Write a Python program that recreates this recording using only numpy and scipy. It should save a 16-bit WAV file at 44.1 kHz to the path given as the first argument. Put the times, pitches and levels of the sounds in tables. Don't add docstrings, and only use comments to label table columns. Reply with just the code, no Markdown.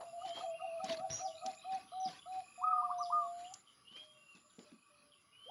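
import sys
import numpy as np
from scipy import signal
from scipy.fft import rfft, irfft
from scipy.io import wavfile
from scipy.ndimage import uniform_filter1d

SR = 44100
rng = np.random.default_rng(int(sys.argv[2]) if len(sys.argv) > 2 else 0)


def to_wav(sig):
    pcm = np.clip(np.atleast_2d(sig), -1, 1) * 32767
    pcm = np.round(pcm).astype(np.int16)
    wavfile.write(sys.argv[1], SR, pcm.T)


def attenuation_scalar(level_db):
    decades = np.asarray(level_db, float) / 20
    return 10 ** decades


N = 242550
T = np.arange(N) / SR


def unit(x):
    return x / np.sqrt(np.mean(x ** 2))


def walk(rate_hz):
    knots = uniform_filter1d(rng.standard_normal(int(2 * rate_hz * N / SR) + 2), size=2)
    return unit(np.interp(T * 2 * rate_hz, np.arange(len(knots)), knots))


def band(x, hz, width_hz):
    limits = [hz - width_hz / 2, hz + width_hz / 2]
    return signal.sosfilt(signal.butter(2, limits, "bandpass", fs=SR, output="sos"), x)


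def noise_band(hz, width_hz):
    return unit(band(rng.standard_normal(N), hz, width_hz))


def shape(x, spectrum):
    f, db = np.transpose(spectrum)
    hz = np.maximum(np.fft.rfftfreq(N, 1 / SR), 1)
    return irfft(rfft(x) * attenuation_scalar(np.interp(np.log(hz), np.log(f), db)), N)


def coloured(spectrum, flicker_db, rate_hz):
    noise = rng.standard_normal(N)
    centres = 40 * 2 ** np.arange(0, 8.6, 1 / 4)
    flat = sum(band(noise, c, c / 6) * attenuation_scalar(flicker_db * walk(rate_hz)) for c in centres)
    return unit(shape(flat, spectrum))


def window(start_s, length_s, edge_s, t=T):
    inside = np.minimum(t - start_s, start_s + length_s - t)
    return np.sin(np.pi / 2 * np.clip(inside / edge_s, 0, 1)) ** 2


def knock(events, rise_s, t60_s):
    t = T[:SR // 4]
    hits = np.zeros(N)
    hits[[int(s * SR) for s, *_ in events]] = attenuation_scalar([db for _, db, *_ in events])
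    return signal.fftconvolve(hits, (1 - np.exp(-t / rise_s)) * attenuation_scalar(-60 * t / t60_s))[:N]


def sing(notes, edge_s, wobble_db=0., rate_hz=40., drift_hz=0.):
    out, drift = np.zeros(N), drift_hz * walk(rate_hz)
    for note in notes:
        s, hz, db = np.transpose(note)
        part = slice(max(int((s[0] - edge_s) * SR), 0), int((s[-1] + edge_s) * SR))
        t = T[part]
        phase = 2 * np.pi * np.cumsum(np.interp(t, s, hz) + drift[part]) / SR
        gate = window(s[0] - edge_s / 2, s[-1] - s[0] + edge_s, edge_s, t)
        out[part] += np.sqrt(2) * attenuation_scalar(np.interp(t, s, db)) * gate * np.sin(phase)
    return out * attenuation_scalar(wobble_db * walk(rate_hz))


def glides(rows):
    return sing([[(s, a, db), (s + d, b, db - 0.5)] for s, d, a, b, db in rows], 0.0071)


def flutter():
    return unit(band(band(rng.standard_normal(N), 170, 320), 170, 320))


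def breath():
    return 1 + .3 * noise_band(70, 110)


def yard(x, echoes, tail_db, t60_s):
    t = T[:SR // 2]
    response = attenuation_scalar(tail_db) * rng.standard_normal(len(t)) * attenuation_scalar(-60 * t / t60_s) * (t > .012)
    response[0] = 1
    for delay_s, db in echoes:
        response[int(delay_s * SR)] += attenuation_scalar(db)
    return signal.fftconvolve(x, response)[:N]


def strokes(hz, width_hz, rate_hz, share):
    puffs = np.exp(-((rate_hz * T % 1 - .5) / (share / 2)) ** 2) * rng.standard_normal(N)
    return unit(band(band(puffs, hz, width_hz), hz, width_hz))


def steady_buzzer():
    # centre in Hz, width in Hz, share of the stroke that sounds, mean level in dB.
    bands = [(10570, 1620, 1, -76), (14200, 4100, 0.82, -84)]
    wing_hz = 136.2
    return sum(attenuation_scalar(db + 1.2 * walk(18)) * strokes(hz, w, wing_hz, share) for hz, w, share, db in bands)


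def throbbers():
    # centre in Hz, width in Hz, throbs a second, share that sounds, mean level in dB.
    throbs = [(4870, 260, 29, 0.71, -86), (1153, 64, 7.5, 0.93, -76.5)]
    return sum(attenuation_scalar(db + walk(1.0)) * strokes(hz, w, r, share) for hz, w, r, share, db in throbs)


def cicada():
    # start in seconds, end in seconds, level reached at the end in dB.
    phrases = [(-.4, 0.53, -70.5), (0.924, 1.629, -69.5), (2.05, 2.652, -72.5), (2.993, 3.633, -68),
               (3.202, 3.76, -80), (3.956, 4.656, -70.5), (4.21, 4.923, -80.5), (5.1, 5.25, -80)]
    envelope = sum(attenuation_scalar(db - 14 * (b - T) / (b - a)) * window(a, b - a, 0.027) for a, b, db in phrases)
    return envelope * strokes(7097, 530, 182, 0.72)


def outdoor_air():
    # frequency in Hz, relative level in dB per Hz.
    air_spectrum = [(30, -24.5), (100, -8), (250, -9.5), (500, -16), (900, -17.5), (1300, -7.5),
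                    (1700, -19.5), (2800, -14.5), (4000, -18), (5000, -16.5), (6300, -26.5), (7500, -28.5),
                    (9000, -24)]
    mean_db, swell_db, flicker_db = -71.5, 1.3, 1.7
    return attenuation_scalar(mean_db + swell_db * walk(9)) * coloured(air_spectrum, flicker_db, 12.)


def drone():
    # start in seconds, end in seconds, peak level in dB.
    swells = [(-.03, 0.035, -50.5), (0.038, 0.121, -53.5), (0.13, 0.197, -47.5), (0.263, 0.375, -50),
              (0.424, 0.556, -47), (0.613, 0.864, -49.5), (0.886, 0.983, -45), (1.011, 1.162, -51.5),
              (1.212, 1.531, -52.5)]
    start_hz, slope_hz_per_s = 691, -36.5
    notes = []
    for a, b, db in swells:
        points = (a, db - 2.0), (a + 0.62 * (b - a), db), (b, db - 9.0)
        notes.append([(s, start_hz + slope_hz_per_s * s, level) for s, level in points])
    return sing(notes, 0.005436, 1.8, 30.14, 11)


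def scuffs():
    # start in seconds, time to fall 16 dB in seconds, starting level in dB.
    drags = [(0, 0.048, -62.5), (0.235, 0.13, -55.5), (0.338, 0.14, -52), (0.824, 0.15, -50.5),
             (0.873, 0.15, -49), (1.082, .17, -50), (1.44, 0.12, -54), (1.693, 0.17, -54.5),
             (2.052, 0.17, -53.5), (2.31, 0.13, -60.5), (3.364, 0.15, -61.5), (3.539, 0.085, -65.5),
             (3.901, 0.19, -62), (4.341, 0.087, -64), (4.566, 0.22, -66)]
    # frequency in Hz, relative level in dB per Hz.
    grit_spectrum = [(25, -54), (70, -27), (220, -22), (450, -21), (900, -17.5), (1300, -20.5), (2500, -19),
                     (4500, -16.5), (6500, -28), (9000, -35.5)]
    grains_per_s, spread_db, crackle_db, grain_t60_s = 700, 3, -5, 0.023
    drag = sum(attenuation_scalar(db - 16 * (T - s) / d) * window(s, 1.06 * d, 0.28 * d) for s, d, db in drags)
    grains = (rng.random(N) < grains_per_s / SR) * rng.standard_normal(N)
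    grains *= attenuation_scalar(spread_db * np.minimum(rng.exponential(size=N), 4))
    ring = rng.standard_normal(SR // 50) * attenuation_scalar(-60 * T[:SR // 50] / grain_t60_s)
    grains = signal.fftconvolve(grains, ring)[:N]
    pink = [(hz, db - 10 * np.log10(hz)) for hz, db in grit_spectrum]
    hiss = coloured(grit_spectrum, 2.93, 40.) * attenuation_scalar(2.0 * walk(110))
    return drag * (hiss + attenuation_scalar(crackle_db) * unit(shape(grains, pink)))


def thuds():
    # time in seconds, level before the final band-pass in dB, pitch in Hz.
    blows = [(.005, -47, 770), (0.368, -45.5, 743), (0.838, -52, 252), (0.892, -49, 234), (0.995, -56, 175),
             (1.103, -48.5, 125), (1.451, -55, 240), (1.729, -63.5, 208), (1.835, -63.5, 208),
             (2.057, -48.5, 197), (3.135, -63.5, 246), (3.912, -68.5, 198), (4.348, -63.5, 234),
             (4.584, -58, 250), (4.584, -55.5, 463), (4.716, -56, 242)]
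    out = np.zeros(N)
    for s, db, hz in blows:
        burst = noise_band(hz, 0.48 * hz) * knock([(s, db)], 0.00057, 0.2)
        out += band(burst, 1.79 * hz, 2.45 * hz)
    return out


def whistler():
    # start in seconds, end of rise in seconds, starting pitch in Hz, peak level in dB.
    rising = [(0.192, 0.379, 2865, -54), (3.85, 4.005, 2784, -54.5), (5.324, 5.51, 2826, -57.5)]
    # start in seconds, end in seconds, level ahead of the flick in dB.
    level_notes = [(0.044, 0.105, -72.5), (0.512, 0.724, -59.5), (4.145, 4.363, -68), (5.148, 5.204, -76.5)]
    top_hz, swell_db, linger_s, linger_db = 3240, 13.5, 0.19, 23.5
    held_hz, flick_hz_per_s, flick_s = 2770, 980, 0.036
    notes = []
    for a, b, hz, db in rising:
        notes.append([(a, hz, db - swell_db), (b, top_hz, db), (b + 0.065, top_hz, db - 0.78 * linger_db),
                      (b + linger_s, top_hz - 25, db - linger_db)])
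    for a, b, db in level_notes:
        notes.append([(a, held_hz, db - 7), (a + 0.34 * (b - a), held_hz - 25, db - 3.5),
                      (b - flick_s, held_hz + 15, db), (b, held_hz - flick_hz_per_s * (b - a), db + 1.0)])
    return sing(notes, .015, 2.0, 45., 14) * breath()


def coo(a, b, hz, db):
    scoop_s, scoop_hz, scoop_db = 0.017, 86, 14.5
    sag_s, sag_hz, sag_db = .02, 52, 14
    return [(a, hz - scoop_hz, db - scoop_db), (a + scoop_s, hz - 30, db - 10.0),
            (a + min(.05, 0.7 * (b - a)), hz - 6, db - 5), (b - .012, hz, db), (b - .003, hz - 6, db - 4.5),
            (b + 0.0023, hz - 25, db - 8.5), (b + sag_s, hz - sag_hz, db - sag_db)]


def near_dove():
    # start in seconds, break-off in seconds, top pitch in Hz, peak level in dB.
    coos = [(0.214, 0.265, 766, -40), (0.406, 0.455, 758, -39.5), (0.604, 0.658, 763, -40),
            (0.793, 0.853, 774.5, -39), (0.994, 1.06, 767.5, -38.5), (1.197, 1.273, 768.5, -38),
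            (1.418, 1.497, 767.4, -39), (1.646, 1.77, 766.5, -38.5), (1.92, 2.08, 756, -39),
            (2.259, 2.404, 753.6, -41.5)]
    # time in seconds, pitch in Hz, level in dB.
    long_coo = [
        [(2.579, 710, -55), (2.61, 734, -48.5), (2.72, 736, -44.5), (3.0, 707.3, -44), (3.25, 691, -45.5),
         (3.42, 703, -49.5), (3.51, 741, -57.5), (3.53, 792, -52.5)],
    ]
    cluck_hz, cluck_db, cluck_db_per_s = 1260, -54, -5
    clucks = []
    for a, *_ in coos:
        db = cluck_db + cluck_db_per_s * a
        clucks.append([(a - .002, cluck_hz - 11, db + 0.5), (a + 0.022, cluck_hz + 11, db)])
    return sing([coo(*c) for c in coos] + long_coo, 0.00593) + sing(clucks, 0.017, 5.7, 150., 30.0)


def ticks():
    # time in seconds, level in dB, centre in Hz.
    snaps = [(0.2912, -49, 4670), (0.3716, -49, 1650), (0.843, -41, 6500), (0.896, -40, 3350),
             (0.9263, -43.5, 3740), (1.1006, -45.5, 2600), (1.4619, -38.5, 5000), (1.514, -55, 5300),
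             (1.549, -57, 5700), (2.118, -55, 4600), (2.328, -58, 3170), (2.403, -56, 3100),
             (3.5383, -38.5, 6400), (4.351, -60, 5340), (4.591, -55, 3700), (4.717, -62, 1610)]
    noise = rng.standard_normal(N)
    body = sum(unit(band(noise, hz, 3100)) * knock([(s, db)], 0.0006, 0.025) for s, db, hz in snaps)
    return body + attenuation_scalar(-11.5) * unit(band(noise, 9150, 8000)) * knock(snaps, 0.00083, 0.011)


def trill():
    # first pip in seconds, end in seconds, level reached at the end in dB.
    rows = [(0.46, .85, -61.5), (1.376, 1.81, -61.5), (2.322, 2.73, -62.5), (4.667, 5.038, -71)]
    pips_per_s = 25.4
    pips = []
    for a, b, db in rows:
        for s in np.arange(a, b, 1 / pips_per_s):
            level = db - 4 * (b - s) / (b - a)
            pips.append([(s, 2440, level + 0.5), (s + 0.011, 2580, level)])
    return sing(pips, 0.008, 1.6, 25., 18)


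def buzzing_notes():
    # start in seconds, length in seconds, from Hz, to Hz, level before the beat in dB.
    buzzes = [(1.104, 0.059, 5750, 5750, -45), (1.168, 0.05, 5720, 5850, -54),
              (1.128, 0.066, 6630, 6650, -54)]
    beat_hz = 131
    return glides(buzzes) * (.75 + .45 * np.cos(2 * np.pi * beat_hz * T) + .45 * flutter())


def tumbling_call():
    # start from the call time in seconds, length in seconds, from Hz, to Hz,
    # relative level before the rasp in dB, rasp depth.
    falls = [(-.037, 0.017, 6050, 5850, 0.5, .25), (-.002, .012, 5950, 5500, -2.5, .4),
             (.01, .02, 5150, 4750, -6, 3), (0.036, .018, 3650, 3400, -11, 2.5)]
    # call time in seconds, level before the rasp in dB.
    calls = [(1.242, -56.5), (2.039, -57), (3.02, -58.5)]
    chance = flutter()
    out = np.zeros(N)
    for dt, d, a, b, rel, rough in falls:
        notes = [[(s + dt, a, db + rel), (s + dt + d, b, db + rel)] for s, db in calls]
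        out += sing(notes, 0.0078) * (1 + rough * chance)
    return yard(out, [], -32, 0.11)


def chirps():
    # start in seconds, length in seconds, from Hz, to Hz, level before the rasp in dB.
    rows = [(1.308, 0.026, 2970, 2890, -62.5), (2.191, 0.0097, 3440, 3400, -58),
            (2.221, 0.011, 2990, 3050, -61), (3.443, 0.04, 2750, 3240, -60),
            (3.669, 0.035, 3190, 2960, -66), (3.873, 0.018, 2930, 3300, -62.5),
            (3.965, 0.025, 2390, 2460, -61.5), (4.5, 0.012, 3900, 3250, -69.5),
            (4.528, 0.019, 2950, 2940, -83), (5.12, 0.026, 3310, 2970, -66),
            (5.329, 0.032, 2540, 2430, -68.5)]
    return glides(rows) * (.8 + .5 * flutter())


def drawls():
    # start in seconds, length in seconds, from Hz, to Hz, level before the blur in dB.
    rows = [(1.347, 0.048, 3780, 4070, -62), (1.385, 0.032, 4300, 4470, -66), (1.578, .13, 3790, 4150, -67),
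            (1.626, 0.098, 3170, 3320, -67.5), (1.913, 0.15, 4000, 3850, -66.5),
            (1.87, 0.25, 3150, 3240, -68.5), (2.063, 0.029, 3450, 3770, -69),
            (2.272, 0.14, 3960, 4090, -72.5), (2.918, 0.038, 3430, 3570, -76),
            (2.975, .075, 3850, 4130, -74), (4.315, .15, 4000, 4000, -89)]
    return glides(rows) * (.3 + .65 * noise_band(75, 140)) * breath()


def zebra_dove():
    # start in seconds, length in seconds, pitch in Hz, level in dB.
    pulses = [(2.643, 0.0041, 1244, -31), (2.674, 0.013, 1263, -31.5), (2.715, 0.0024, 1286, -31.5),
              (2.733, 0.005, 1216, -29.5), (2.765, 0.0025, 1233, -33.5), (2.785, 0.019, 1209, -33)]
    # start in seconds, end in seconds, top pitch in Hz, peak level in dB.
    plain = [(2.842, 2.876, 1212, -35), (2.915, 2.945, 1192, -42), (3.005, 3.04, 1206, -36.5),
             (3.122, 3.273, 1230, -32.5)]
    dip_db, dip_hz = 10, 35.6
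    rise_hz, fall_hz, fade_db = 45, 126, 14.5
    roll_s, roll_db, roll_from_hz, roll_to_hz = .022, -42.5, 920, 1183
    roll_hz, roll_depth, roll_scatter_db = 105, .65, 2.5
    first_s, _, first_hz, first_db = pulses[0]
    throb = [(first_s - .008, first_hz - 25, first_db - dip_db)]
    for (s, d, hz, db), (after, *_) in zip(pulses, pulses[1:] + [(pulses[-1][0] + 0.044,)]):
        throb += [(s, hz, db), (s + d, hz, db - .6), ((s + d + after) / 2, hz + dip_hz, db - dip_db)]
    notes = [throb]
    for a, b, hz, db in plain:
        d = b - a
        notes.append([(a, hz - rise_hz, db - 5.5), (a + 0.011, hz - 15, db), (a + 0.29 * d, hz, db - 1.0),
                      (a + .65 * d, hz - 0.32 * fall_hz, db - 5.5),
                      (a + .75 * d, hz - 0.71 * fall_hz, db - 0.82 * fade_db), (b, hz - fall_hz, db - fade_db)])
    climbs = [[(n[0][0] - roll_s, roll_from_hz, roll_db - 3.5), (n[0][0] + 0.0022, roll_to_hz, roll_db)]
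              for n in notes]
    rolls = sing(climbs, 0.00526) * (1 + roll_depth * np.cos(2 * np.pi * roll_hz * T))
    return sing(notes, .006) + rolls * attenuation_scalar(roll_scatter_db * walk(150))


def far_dove():
    # start in seconds, end in seconds, starting pitch in Hz, starting level in dB.
    calls = [(3.967, 4.03, 612, -80), (4.008, 4.204, 615, -73.5), (4.232, 4.274, 580, -84),
             (4.441, 4.483, 605, -78.5), (4.654, 4.7, 600, -72), (4.901, 5.125, 590, -78.5)]
    return sing([[(a, hz, db), (b, hz - 6, db - 2.5)] for a, b, hz, db in calls], 0.00735, 1.2, 45)


def whoop():
    # time in seconds, pitch in Hz, level in dB.
    rise = [
        [(5.46, 467, -66), (5.48, 530, -61), (5.5, 827, -51)],
    ]
    return sing(rise, 0.0036, 3.0, 220)


def background():
    # time in seconds, gain in dB.
    swell = [(0.0, 3.5), (3.55, 2.5), (3.61, -2.5), (5.42, -3.5), (5.5, 1)]
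    s, db = np.transpose(swell)
    return (steady_buzzer() + throbbers() + cicada() + outdoor_air()) * attenuation_scalar(np.interp(T, s, db))


def scene():
    # delay in seconds, level in dB.
    echo_list = [(.045, -19), (.11, -33)]
    near = yard(near_dove() + zebra_dove(), echo_list, -49.5, 0.37)
    far = yard(drone() + far_dove() + whoop(), [], -29.5, 0.31)
    small_birds = whistler() + trill() + buzzing_notes() + tumbling_call() + chirps() + drawls()
    trees = yard(small_birds, [], -34.0, 0.36)
    steps = scuffs() + thuds() + ticks()
    hiss = attenuation_scalar(-93.0) * rng.standard_normal(N)
    return (near + far + trees + steps + background() + hiss)[None]


def low_pass(x):
    return signal.sosfilt(signal.butter(12, 16320, fs=SR, output="sos"), x)


def record(dry):
    # frequency in Hz, gain in dB.
    mic_response = [(30, -2.5), (100, 1.5), (7500, 1.5), (8300, -12.5), (9400, 0), (10600, 3.5),
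                    (11200, -7.5), (12200, -17.5)]
    mix = shape(dry[0], mic_response)[None]
    return low_pass(mix)


dry = scene()
out = record(dry)
to_wav(out)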